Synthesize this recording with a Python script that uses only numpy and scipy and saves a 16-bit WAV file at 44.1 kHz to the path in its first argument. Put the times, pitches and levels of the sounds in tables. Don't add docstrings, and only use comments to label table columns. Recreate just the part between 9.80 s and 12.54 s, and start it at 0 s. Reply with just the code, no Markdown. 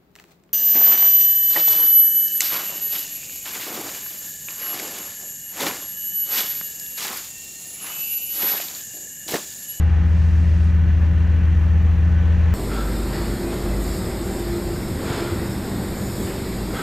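import sys
import numpy as np
from scipy import signal
from scipy.io import wavfile

SR = 44100
rng = np.random.default_rng(int(sys.argv[2]) if len(sys.argv) > 2 else 0)


def convert_level_to_amplitude(level_db):
    exponent = np.asarray(level_db, float) / 20
    return 10 ** exponent


def file_out(sig):
    cols = np.atleast_2d(sig).T
    lim = np.clip(cols, -1, 1)
    pcm = np.round(lim * 32767).astype(np.int16)
    wavfile.write(sys.argv[1], SR, pcm)


N = 120834
BOOM_ORDER = 11
FIRING_LAG = .36

# time in seconds, pitch in Hz.
BOOM_PITCH = [(0, 79.3), (.24, 79.45), (.38, 80.3), (.75, 80.2), (.86, 79.85), (1.0, 80.05), (1.13, 79.5),
              (1.3, 80.1), (1.6, 80.05), (1.8, 79.75), (1.95, 79.96), (2.05, 80.35), (2.18, 80.1),
              (2.4, 81.0), (2.6, 81.05), (2.74, 80.3)]


def rms_one(x):
    return x / np.sqrt(np.mean(x ** 2) + 1e-20)


def at(points, x, warp=np.log):
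    p = np.array(points)
    return np.interp(warp(x), warp(p[:, 0]), p[:, 1])


def drift(rate_hz):
    hop = 40
    r = np.exp(-2 * np.pi * rate_hz * hop / SR)
    slow = signal.lfilter([1], [1, -2 * r, r * r], rng.standard_normal(N // hop + 2002))[2000:]
    return np.interp(np.arange(N) / hop, np.arange(len(slow)), rms_one(slow - slow.mean()))


def resonate(x, hz, width):
    r = np.exp(-np.pi * width / SR)
    return signal.lfilter([1, 0, -1], [1, -2 * r * np.cos(2 * np.pi * hz / SR), r * r], x)


def pan(db):
    return convert_level_to_amplitude(np.array([[db / 2], [-db / 2]]))


def pair(hz, white):
    # frequency in Hz, correlation of left and right from 0 to 1.
    likeness = [(60, 0.78), (250, 1), (500, .71), (1000, 0.73), (2000, 0.98), (4000, 0.89), (8000, .72),
                (12000, 1)]
    # frequency in Hz, level of left over right in dB.
    lean_curve = [(60, -7), (160, -2.2), (300, 1.6), (600, 3.5), (1200, 3), (2500, 1.3), (6000, 0.4),
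                  (12000, 0.3)]
    alike = at(likeness, hz)
    shared = np.sqrt(1 + alike) * white[0]
    opposed = np.sqrt(1 - alike) * white[1] * [[1], [-1]]
    return pan(at(lean_curve, hz)) * (shared + opposed)


def banded(spectrum, patchy_db):
    low_end, high_end = spectrum[0][0], min(spectrum[-1][0], 16000)
    edges = np.exp(np.arange(np.log(low_end), np.log(high_end) + .1, np.log(2) / 3))
    together = drift(1.4)
    white = rng.standard_normal((2, 2, N + SR // 4))
    out = 0
    for k, (low, high) in enumerate(zip(edges, edges[1:])):
        sos = signal.butter(2, [low, high], "band", fs=SR, output="sos")
        band = signal.sosfilt(sos, white[k % 2])[:, -N:]
        hz = np.sqrt(low * high)
        flicker_db = patchy_db * (.5 * together + drift(11))
        out = out + convert_level_to_amplitude(at(spectrum, hz) + flicker_db) * pair(hz, band)
    return rms_one(out)


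def cycles():
    cycle_start_s = .1252
    t = np.arange(N) / SR
    turns = np.cumsum(at(BOOM_PITCH, t, np.asarray)) / SR / BOOM_ORDER
    return turns - np.interp(cycle_start_s, t, turns)


def stack(turns):
    # multiple of the cycle rate, peak in dB,
    # left over right in dB.
    stack_orders = [(5, -33.3, 2.5), (6, -49.7, 4.0), (8, -25.6, 2.3), (9, -36.5, 2.0), (10, -34.9, 2.2),
                    (11, -12.3, 1.8), (12, -44.0, 1.3), (13, -30.9, 1.2), (14, -39.0, 1.0),
                    (15, -37.5, 0.8), (16, -35.8, 2.4), (17, -44.9, 2.6), (18, -47.8, 2.3),
                    (19, -43.4, -1.9), (21, -38.5, -1.2), (22, -40.9, 2.4), (23, -43.4, 0.1),
                    (24, -28.0, -0.6), (25, -45.7, -1.1), (26, -50.3, -2.3), (27, -50.5, -1.8),
                    (36, -50.0, 0.6), (44, -44.4, 0.3)]
    # multiple of the cycle rate, peak in dB, left over right in dB.
    faint_orders = [(7, -51.5, 2.5), (20, -51.5, 3.9), (30, -52, 4.9), (35, -51, 8.9), (48, -56, -1.9)]
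    level_db, tilt_db_per_order = 0.2, .055
    waver_db, waver_growth, waver_hz = .3, .035, 4.0
    rows = stack_orders + faint_orders
    top = max(row[1] for row in rows)
    left_lag_s = 0.00029
    late = np.array([turns - left_lag_s * BOOM_PITCH[0][1] / BOOM_ORDER, turns])
    out = 0
    for k, db, lean in rows:
        offset = k - BOOM_ORDER
        stray = .5 * (abs(offset) > 3)
        scatter = .07 if k < 1.5 * BOOM_ORDER else .4
        if db < -32:
            stray += scatter * rng.standard_normal()
        if abs(offset) == 1:
            stray -= .3 * offset
        waver = (waver_db + waver_growth * (top - db)) * drift(waver_hz)
        gain = convert_level_to_amplitude(db + level_db + tilt_db_per_order * offset + waver)
        out = out + gain * pan(lean) * -np.sin(2 * np.pi * (k * late + stray))
    return out


def knock(turns):
    # frequency in Hz, bandwidth in Hz, level in dB.
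    panel_modes = [(473.2, 45, -55), (568, 33, -59), (635.6, 18, -63), (1764, 330, -52), (1940, 130, -66),
                   (2376, 150, -61.5), (2772, 490, -61), (4470, 520, -75), (5890, 590, -68.5),
                   (6800, 900, -71.5), (8840, 410, -84.5)]
    depth, uneven_db = .22, 1.5
    fire = 6 * turns - FIRING_LAG
    strength = convert_level_to_amplitude(uneven_db * rng.standard_normal(200))[np.floor(fire).astype(int) + 10]
    gate = 1 + depth * (2 * strength * np.sin(np.pi * fire) ** 2 - 1)
    out = 0
    for hz, width, db in panel_modes:
        blows = gate * rng.standard_normal((2, N))
        ringing = resonate(resonate(blows, hz, width), hz, width)
        out = out + convert_level_to_amplitude(db) * pair(hz, rms_one(ringing))
    return out


def machine():
    # multiple of shaft speed, peak in dB,
    # left over right in dB, waver in dB.
    shaft_orders = [(3, -38, 2.1, 1.1), (6, -45, 1.5, 1.5), (7, -49, 1.1, 2.1), (8, -49, 0.1, 2.1),
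                    (9, -37, -.9, 1.1), (10.86, -46, -2.7, 1.5), (44.45, -56, 10.1, 4.1),
                    (67.5, -59, 3.8, 3.1), (82, -51, 4.1, 3.1), (108, -58, .9, 3.1),
                    (148.68, -67, 1.9, 2.1), (149.68, -61, 2.1, 2.1), (150.68, -66, 2.1, 2.1)]
    shaft_hz, level_db = 18.35, -1.3
    t = np.arange(N) / SR
    out = 0
    for k, db, lean, waver in shaft_orders:
        tone = np.sin(2 * np.pi * (k * shaft_hz * t + rng.random()))
        out = out + convert_level_to_amplitude(db + level_db + waver * drift(1.8)) * pan(lean) * tone
    return out


def exhaust_rumble():
    # frequency in Hz, density in dB per Hz.
    rumble_spectrum = [(20, -26), (40, -14), (80, -3), (120, -10.5), (175, -8.5), (230, -14.5), (400, -24),
                       (600, -42)]
    return convert_level_to_amplitude(-33) * banded(rumble_spectrum, patchy_db=.4)


def fan_roar(turns):
    # frequency in Hz, density in dB per Hz.
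    roar_spectrum = [(330, 0), (600, 0), (1100, -2), (2000, -6), (3300, -13.5), (5000, -25.5), (7800, -37),
                     (15800, -48.5)]
    throb = 1 - .06 * np.cos(2 * np.pi * (6 * turns - FIRING_LAG))
    return convert_level_to_amplitude(-42.5) * throb * banded(roar_spectrum, patchy_db=1.0)


def air_valve():
    # frequency in Hz, density in dB per Hz.
    leak_spectrum = [(2200, -16), (3300, -6), (4200, 0), (5200, -4), (6500, -5), (9000, -14), (12000, -26)]
    start_s, rise_s, end_s, fall_s = .2, .17, .88, .07
    tick_s, tick_t60_s = .838, .07
    t = np.arange(N) / SR
    opening = np.clip(np.minimum((t - start_s) / rise_s, 1 - (t - end_s) / fall_s), 0, 1)
    hiss = convert_level_to_amplitude(-56) * opening * banded(leak_spectrum, patchy_db=.4)
    decay = (t > tick_s) * convert_level_to_amplitude(-60 * np.maximum(t - tick_s, 0) / tick_t60_s)
    tick = 0
    for hz in (6850, 8700, 10400):
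        tick = tick + pair(hz, rms_one(resonate(rng.standard_normal((2, N)), hz, 400)))
    return hiss + convert_level_to_amplitude(-64.5) * decay * tick


def scene():
    # time in seconds, gain in dB.
    load_curve = [(0, 0.85), (1.0, 0.4), (1.7, 0.53), (2.3, 1.3), (2.74, 3)]
    turns = cycles()
    load = convert_level_to_amplitude(at(load_curve, np.arange(N) / SR, np.asarray))
    engine = stack(turns) + exhaust_rumble() + load * (fan_roar(turns) + knock(turns))
    return engine + machine() + air_valve()


def roll_off(x):
    return signal.sosfilt(signal.butter(12, 15770, fs=SR, output="sos"), x)


def record(dry):
    # frequency in Hz, density in dB per Hz.
    hiss_spectrum = [(4000, -5.5), (8000, -3), (15800, -3)]
    wet = dry + convert_level_to_amplitude(-68.5) * banded(hiss_spectrum, patchy_db=-2.1)
    return roll_off(wet)


dry = scene()
out = record(dry)
file_out(out)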